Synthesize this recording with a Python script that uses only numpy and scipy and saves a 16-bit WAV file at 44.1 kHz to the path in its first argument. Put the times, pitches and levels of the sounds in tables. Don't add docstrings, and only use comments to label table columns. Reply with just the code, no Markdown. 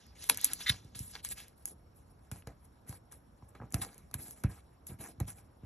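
import sys
import numpy as np
from scipy import signal
from scipy.fft import rfft, irfft, next_fast_len
from scipy.io import wavfile
from scipy.ndimage import uniform_filter1d

SR = 44100
rng = np.random.default_rng(int(sys.argv[2]) if len(sys.argv) > 2 else 0)


def bounce(signal):
    frames = np.transpose(np.atleast_2d(signal))
    limited = np.clip(frames, -1, 1)
    pcm = np.round(limited * 32767).astype(np.int16)
    wavfile.write(sys.argv[1], SR, pcm)


N = 249506

HELD_FROM_S = 1.5


def gain_of(db):
    return 10 ** (np.asarray(db) / 20)


def evened(x):
    return x / np.sqrt(np.mean(x ** 2) + 1e-20)


def read(points, hz):
    f, value = np.transpose(points)
    return np.interp(np.log(hz + 1), np.log(f + 1), value)


def add(mix, s, sound):
    part = mix[round(s * SR):][:len(sound)]
    part += sound[:len(part)]


def colour(x, points):
    hz = np.fft.rfftfreq(len(x), 1 / SR)
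    return irfft(rfft(x) * gain_of(read(points, hz)), len(x))


def grains(per_s, spread_db, share):
    size_db = spread_db * np.minimum(rng.exponential(1, N), 4)
    clicks = gain_of(size_db) * (rng.random(N) < per_s / SR)
    clicks = evened(clicks * rng.choice([-1, 1], N))
    share = np.clip(share, 0, 1)
    return share * clicks + (1 - share) * rng.standard_normal(N)


def patchy(x, depth_db):
    z = signal.stft(x, nperseg=256, noverlap=192)[2]
    patches = uniform_filter1d(rng.standard_normal(z.shape), size=8, axis=0)
    patches = evened(uniform_filter1d(patches, size=16, axis=1))
    return signal.istft(z * gain_of(depth_db * patches), nperseg=256, noverlap=192)[1][:N]


def rubbing():
    # f/Hz, level/dB
    hiss_shape, rustle_shape, scuff_shape = [(800, -59.5), (2500, -51.5), (5000, -22.5), (6500, -16.5),
                                             (7600, -5), (8600, -3), (9700, -2), (10700, 2.5), (11700, -5),
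                                             (12700, -20.5), (13500, -59.5)], [(300, -61.5), (900, -14), (1800, -2.5),
                                                           (2500, -3), (3600, 2.5), (4600, 2), (5600, 0),
                                                           (7000, -6), (9000, -26), (12500, -54.5)], [(50, -30.5), (120, 3),
                                                                           (250, 7.5), (500, -3), (720, 1),
                                                                           (1000, -5), (1500, -6),
                                                                           (2400, -8.5), (4000, -41.5),
                                                                           (8000, -60)]
    # t/s, rise/s, length/s, skin hiss level/dB, rustle level/dB
    handling = [ (.0, 0.0016, .16, -78, -64), (0.153, 0.083, .13, -49, -51.5),
                (0.307, 0.0022, 0.051, -47, -40.5), (0.341, 0.039, 0.19, -55, -50),
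                (0.431, 0.012, 0.055, -40, -52), (0.486, 0.028, 0.15, -52, -54.5),
                (0.591, 0.017, 0.067, -46.5, -50.5), (0.665, 0.057, 0.036, -35.5, -50),
                (0.691, 0.0016, 0.11, -54, -43.5), (0.793, 0.031, 0.17, -82, -71.5),
                (0.948, 0.0058, 0.052, -48.5, -53.5), (0.966, 0.035, 0.15, -48.5, -62),
                (1.093, 0.05, 0.11, -61, -55), (1.227, 0.023, 0.05, -42.5, -52),
                (1.285, 0.039, 0.044, -36, -47.5), (1.351, 0.028, 0.079, -48, -51.5),
                (1.432, .004, .1, -66, -66.5)]
    # t/s, rise/s, length/s, skin hiss level/dB, desk scuff level/dB
    strokes = [ (1.558, .02, 0.079, -67, -77.5), (1.649, 0.025, .072, -48, -64),
               (1.944, 0.019, 0.055, -67.5, -84), (2.05, 0.07, 0.071, -69.5, -82.5),
               (2.313, 0.0036, 0.1, -52, -53.5), (2.467, 0.0062, 0.059, -70, -49.5),
               (2.629, 0.019, 0.035, -66, -85), (2.864, 0.023, .11, -53.5, -57.5),
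               (3.111, 0.0055, 0.062, -58, -64), (3.481, 0.013, 0.013, -62, -88.5),
               (3.548, 0.0035, 0.045, -74, -48.5), (3.61, .006, .065, -92, -52),
               (3.711, .005, 0.046, -70.5, -60.5), (3.734, .003, 0.15, -51.5, -47.5),
               (3.812, 0.0071, 0.037, -35, -35.5), (3.859, 0.0043, 0.14, -59, -56),
               (3.982, 0.0044, 0.11, -74.5, -68.5), (4.127, 0.015, 0.045, -61, -50.5),
               (4.173, 0.025, 0.16, -46.5, -58), (4.321, 0.051, 0.1, -61, -66.5),
               (4.434, 0.0046, 0.046, -62, -42), (4.484, 0.016, 0.11, -57.5, -56.5),
               (4.698, .043, 0.079, -89, -71.5), (4.865, 0.0037, 0.072, -45, -69),
               (4.885, 0.012, 0.062, -79, -56), (4.987, 0.023, 0.083, -49.5, -47),
               (5.065, 0.023, 0.053, -54, -61), (5.198, 0.0046, 0.057, -61, -47.5),
               (5.264, 0.017, 0.063, -46, -51), (5.345, 0.044, 0.053, -54, -62),
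               (5.397, 0.0044, 0.16, -85.5, -69), (5.62, 0.041, 0.059, -78, -53.5)]
    # hiss, rustle and scuff level/dB
    resting_db = (-80.5, -88.5, -80)
    resting_sway_db = 1.5
    loose_scuff_db = -12.5
    held_rustle_db = -13
    sudden_fade_db, gentle_fade_db, sudden_s, scuff_fade = 20.5, 6, .01, 1.3
    start_db, stop_db, stop_s = -21.5, -19, .019

    sway = uniform_filter1d(rng.standard_normal(N), size=3000)
    sway = evened(uniform_filter1d(sway, size=3000))
    levels = gain_of(np.array(resting_db)[:, None] + resting_sway_db * sway)
    loose = [(*when, hiss, rustle, rustle + loose_scuff_db) for *when, hiss, rustle in handling]
    held = [(*when, hiss, (hiss + scuff) / 2 + held_rustle_db, scuff) for *when, hiss, scuff in strokes]
    for s, rise_s, length_s, *peaks_db in loose + held:
        rise_s = np.clip(rise_s, .001, .9 * length_s)
        suddenness = np.exp(-rise_s / sudden_s)
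        fade_db = gentle_fade_db + (sudden_fade_db - gentle_fade_db) * suddenness
        ends_db = (-fade_db, -fade_db, -scuff_fade * fade_db)
        t = np.arange(0, length_s + stop_s, 1 / SR)
        knots_s = [0, rise_s, length_s, length_s + stop_s]
        for level, db, end_db in zip(levels, peaks_db, ends_db):
            stroke_db = np.interp(t, knots_s, [start_db, 0, end_db, stop_db + end_db])
            add(level, s, gain_of(db + stroke_db))

    slips = patchy(grains(1500, 12.0, 0.16) + 0.2 * grains(180, 8.9, 1), 3.5)
    bumps = slips + 0.28 * grains(250, 1.2, 0.9)
    hiss = levels[0] * evened(colour(slips, hiss_shape))
    rustle = levels[1] * evened(colour(slips, rustle_shape))
    scuff = levels[2] * evened(colour(bumps, scuff_shape))
    return hiss + rustle + scuff


def room_tone():
    tone_shape = [(30, 12), (45, 8.5), (95, 1.5), (200, -5), (400, -11), (860, -14.5), (1300, -19),
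                  (2300, -33.5), (4200, -36.5), (6300, -42), (9400, -51), (11800, -32), (12800, -78.5),
                  (14000, -62.5)]
    likeness = [(60, 0.95), (200, 0.98), (400, 0.17), (1000, 0.033), (4000, 0.22), (5500, 0.3),
                (12000, 0.32)]
    tone_db, whistle_db = -56.5, -87.5
    whistle_hz, whistle_width_hz = 5500, 150

    frames, hz = N // 256 + 5, np.fft.rfftfreq(1024, 1 / SR)
    a, b, c, d, patches = rng.standard_normal((frames, 513, 5)).T
    patches = uniform_filter1d(patches, 10, 0)
    patches = evened(uniform_filter1d(patches, 14, 1))
    same = np.clip(read(likeness, hz), -1, 1)[:, None]
    left, other = a + 1j * b, c + 1j * d
    z = np.array([left, same * left + np.sqrt(1 - same ** 2) * other])
    z *= gain_of(read(tone_shape, hz)[:, None] + 1.2 * patches)
    air = evened(signal.istft(z, nperseg=1024, noverlap=768)[1][:, :N])

    edges_hz = [whistle_hz - whistle_width_hz / 2, whistle_hz + whistle_width_hz / 2]
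    band = signal.butter(2, edges_hz, "band", fs=SR, output="sos")
    whistle = evened(signal.sosfilt(band, rng.standard_normal(N)))
    return gain_of(tone_db) * air + gain_of(whistle_db) * whistle


def snaps():
    snap_rows = [(0.066, -56, -70), (.241, -34.5, -45), (0.2905, -35, -34), (.2942, -26, -30),
                 (0.2974, -9, -10), (0.3453, -35.5, -60), (0.3736, -30.5, -39), (0.4135, -32, -63),
                 (0.4347, -48, -38), (0.4449, -11, -52), (0.4526, -25, -37), (.534, -22.5, -39),
                 (.992, -32, -63), (1.2487, -29, -36.5), (1.289, -35, -58), (1.4824, -47, -64),
                 (1.6557, -24.5, -50), (1.6772, -41, -45.5), (1.6863, -42.5, -70), (2.3151, -37, -36),
                 (2.4721, -42, -33), (2.654, -55.5, -75.5), (2.8937, -39, -58), (2.9265, -49, -35.5),
                 (3.1229, -44, -54), (3.1277, -52, -47), (3.4246, -80.5, -46), (3.5048, -66.5, -76),
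                 (3.5518, -62, -45), (3.6018, -78, -36), (3.6213, -81, -40), (3.634, -81, -40),
                 (3.7056, -54.5, -72.5), (3.724, -37, -82), (3.7429, -21.5, -25.5), (3.9443, -51.5, -64),
                 (3.9801, -46.5, -61), (4.1128, -51, -45), (4.1415, -27, -30), (4.3091, -38, -54),
                 (4.4374, -36, -49), (4.4404, -50, -27.5), (4.8691, -35.5, -54), (5.202, -34, -38)]
    pop_rows = [(0.724, -38), (0.7432, -42), (.949, -43), (1.1529, -29.5), (1.1622, -40), (2.4229, -55.5)]
    knots_hz = [120, 400, 1500, 2200, 4500, 6000, 11500, 12600, 14500]
    pop_treble_db, pop_low_db = -18, 0.5
    loose_middle_db, held_middle_db = -5, -10
    loose_bass_db, held_bass_db = -7, 1
    body_t60_s, treble_t60_s = .014, .009

    rows = []
    for s, high_db, low_db in snap_rows:
        middle_db = (high_db + low_db) / 2 + (loose_middle_db if s < HELD_FROM_S else held_middle_db)
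        rows.append((s, high_db, middle_db, low_db))
    rows += [(s, db + pop_treble_db, db, db + pop_low_db) for s, db in pop_rows]

    out, t = np.zeros(N), np.arange(2048) / SR
    noise = rng.standard_normal((len(rows), 2048))
    for burst, (s, high_db, middle_db, low_db) in zip(noise, rows):
        bass_db = low_db + (loose_bass_db if s < HELD_FROM_S else held_bass_db)
        body_db = [low_db - 26.0, bass_db, low_db, middle_db, middle_db,
                   middle_db - 16.5, middle_db - 34.5, -120, -120]
        treble_db = [-120, -120, -120, high_db - 39, high_db - 21.5,
                     high_db - 5.0, high_db + 4.0, high_db - 15.0, high_db - 34.0]
        for t60, shape_db in (body_t60_s, body_db), (treble_t60_s, treble_db):
            part = burst * gain_of(-60 * t / t60) * np.minimum(t / .0003, 1)
            part[10] += 3.5
            part /= np.sqrt(np.mean(part[:132] ** 2))
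            add(out, s - 64 / SR, colour(np.roll(part, 64), list(zip(knots_hz, shape_db))))
    return out


def slap():
    pocket = [(1550, 250, -16), (1960, 120, 5.5), (2140, 130, 4), (2674, 500, -6), (3200, 300, -5),
              (3600, 180, 7), (3900, 300, 0), (6640, 1900, -18), (10500, 2500, -14)]
    clap_rows = [(.6945, -22, 0.5), (0.6977, -22.5, 2.5), (0.701, -40, 2)]
    flutter_tilt_db = (-9, 1)
    flutter_s, flutter_rise_s, flutter_db = .658, .008, -38.5
    clap_rise_s, clap_t60_s = .001, 0.016

    t, landing_s = np.arange(N) / SR, clap_rows[0][0]
    rise = np.clip((t - flutter_s) / flutter_rise_s, 0, 1) ** 2
    flutter = gain_of(flutter_db) * rise * (t < landing_s)
    claps = grains(1500, 2.0, 0.2)
    flaps = flutter * grains(1500, 3.0, 0.69)
    parts = [(flaps, np.interp(t, [flutter_s, landing_s], flutter_tilt_db))]
    for s, db, tilt_db in clap_rows:
        since = np.maximum(t - s, 0)
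        envelope = np.minimum(since / clap_rise_s, 1) * gain_of(db - 60 * since / clap_t60_s)
        parts.append((claps * envelope, tilt_db))

    rung = 0
    for hz, width, mode_db in pocket:
        pole = np.exp((2j * np.pi * hz - np.pi * width) / SR)
        octaves = np.log2(hz / 2800)
        tilted = sum(drive * gain_of(mode_db + tilt_db * octaves) for drive, tilt_db in parts)
        rung += signal.lfilter([np.sqrt(1 - abs(pole) ** 2)], [1, -pole], tilted).imag
    return colour(rung, [(700, -32), (1400, -5.0), (12000, 7), (13500, -26.5)])


def knocks():
    knock_rows = [(.696, -24.5, 0.0036), (0.847, -43.5, 0.0016), (.955, -41, .003), (1.001, -31.5, 0.0032),
                  (2.318, -32.5, 0.0017), (2.469, -36, 0.0021), (2.892, -33.5, 0.0019),
                  (3.425, -44, 0.0018), (3.554, -50, .002), (3.601, -39, 0.0017), (3.619, -42, 0.002),
                  (3.636, -39, 0.0014), (3.742, -21.5, 0.0022), (3.816, -46, 0.005), (4.146, -31.5, 0.0039),
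                  (4.182, -37.5, 0.0053), (4.442, -16, 0.0034), (4.49, -37.5, 0.0037),
                  (4.892, -42.5, 0.00354), (4.915, -38, 0.0008), (4.939, -41, 0.00089),
                  (4.994, -40.5, 0.0023), (5.177, -38.5, 0.0055), (5.207, -20.5, 0.0039),
                  (5.278, -37.5, 0.004), (5.632, -37.5, 0.0014)]
    desk_modes = [(66.3, -32.5, 0.54), (97, -14.5, 0.23), (118, -5, 0.077), (137.7, -4.5, 0.088),
                  (178, -17, 0.24), (236, -4, 0.019), (379.6, -24, 0.02), (721, -53, 0.026)]
    desk_delay_s = .004

    force, t = np.zeros(N), np.arange(SR // 2) / SR
    for s, db, contact_s in knock_rows:
        push = np.hanning(round(np.clip(contact_s, .0003, .02) * SR))
        add(force, s, gain_of(db) * push / push.sum())
    ring = sum(gain_of(db - 60 * t / t60) * np.sin(2 * np.pi * hz * t) for hz, db, t60 in desk_modes)
    hz = np.fft.rfftfreq(len(t), 1 / SR)
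    dispersion = np.exp(-4j * np.pi * desk_delay_s * 10 * np.sqrt(hz))
    ring = irfft(rfft(ring) * dispersion, len(t))[:SR // 3]
    return signal.oaconvolve(force, -ring / abs(ring).max())[:N]


def echoes(x):
    decay = [(300, 0.17), (1500, 0.042), (5000, 0.05), (12000, 0.081)]
    taps = np.zeros((2, SR // 2))
    jitter = rng.integers(0, 20, (2, (SR // 2 - 61) // 20))
    at = np.arange(60, SR // 2 - 20, 20) + jitter
    np.put_along_axis(taps, at, rng.choice([-1., 1.], at.shape), 1)
    hz, t, z = signal.stft(taps + .85 * taps[::-1], SR, nperseg=128)
    z = z * gain_of(-60 * t / read(decay, hz)[:, None])
    tail = signal.istft(z, SR, nperseg=128)[1]
    return signal.fftconvolve(x[None], tail / np.linalg.norm(tail[0]), axes=1)[:, :N]


def scene():
    paper = rubbing() + snaps() + slap()
    desk = knocks()
    reflected = gain_of(-10.0) * echoes(paper) + gain_of(-16) * echoes(desk)
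    return paper + desk + reflected + room_tone()


def record(dry):
    ports = [(0, 0), (1380, 0), (2400, .4), (3450, .9), (4000, 1.1), (4570, 1.9), (5250, 5.1), (5680, 6.2),
             (6300, 6.6), (7580, 8.2), (8600, 9.2), (9650, 9.75), (10700, 10.85), (12500, 12.56)]
    lean = [(60, -.5), (380, -1.5), (1300, -.3), (4400, 0)]
    low_cut_hz, edge_hz = 51.8, 16400

    size = next_fast_len(N + 4096)
    hz = np.fft.rfftfreq(size, 1 / SR)
    half = gain_of(read(lean, hz) / 2) * np.exp(.5j * read(ports, hz))
    ported = irfft(rfft(dry, size) * np.array([half, 1 / half]), size)[:, :N]
    ported = signal.sosfilt(signal.butter(4, low_cut_hz, "high", fs=SR, output="sos"), ported)
    ported = .9 * np.tanh(ported / .9)
    low_pass = signal.firwin(511, edge_hz, window=("kaiser", 9), fs=SR)
    return signal.oaconvolve(ported, low_pass[None], "same")


dry = scene()
out = record(dry)
bounce(out)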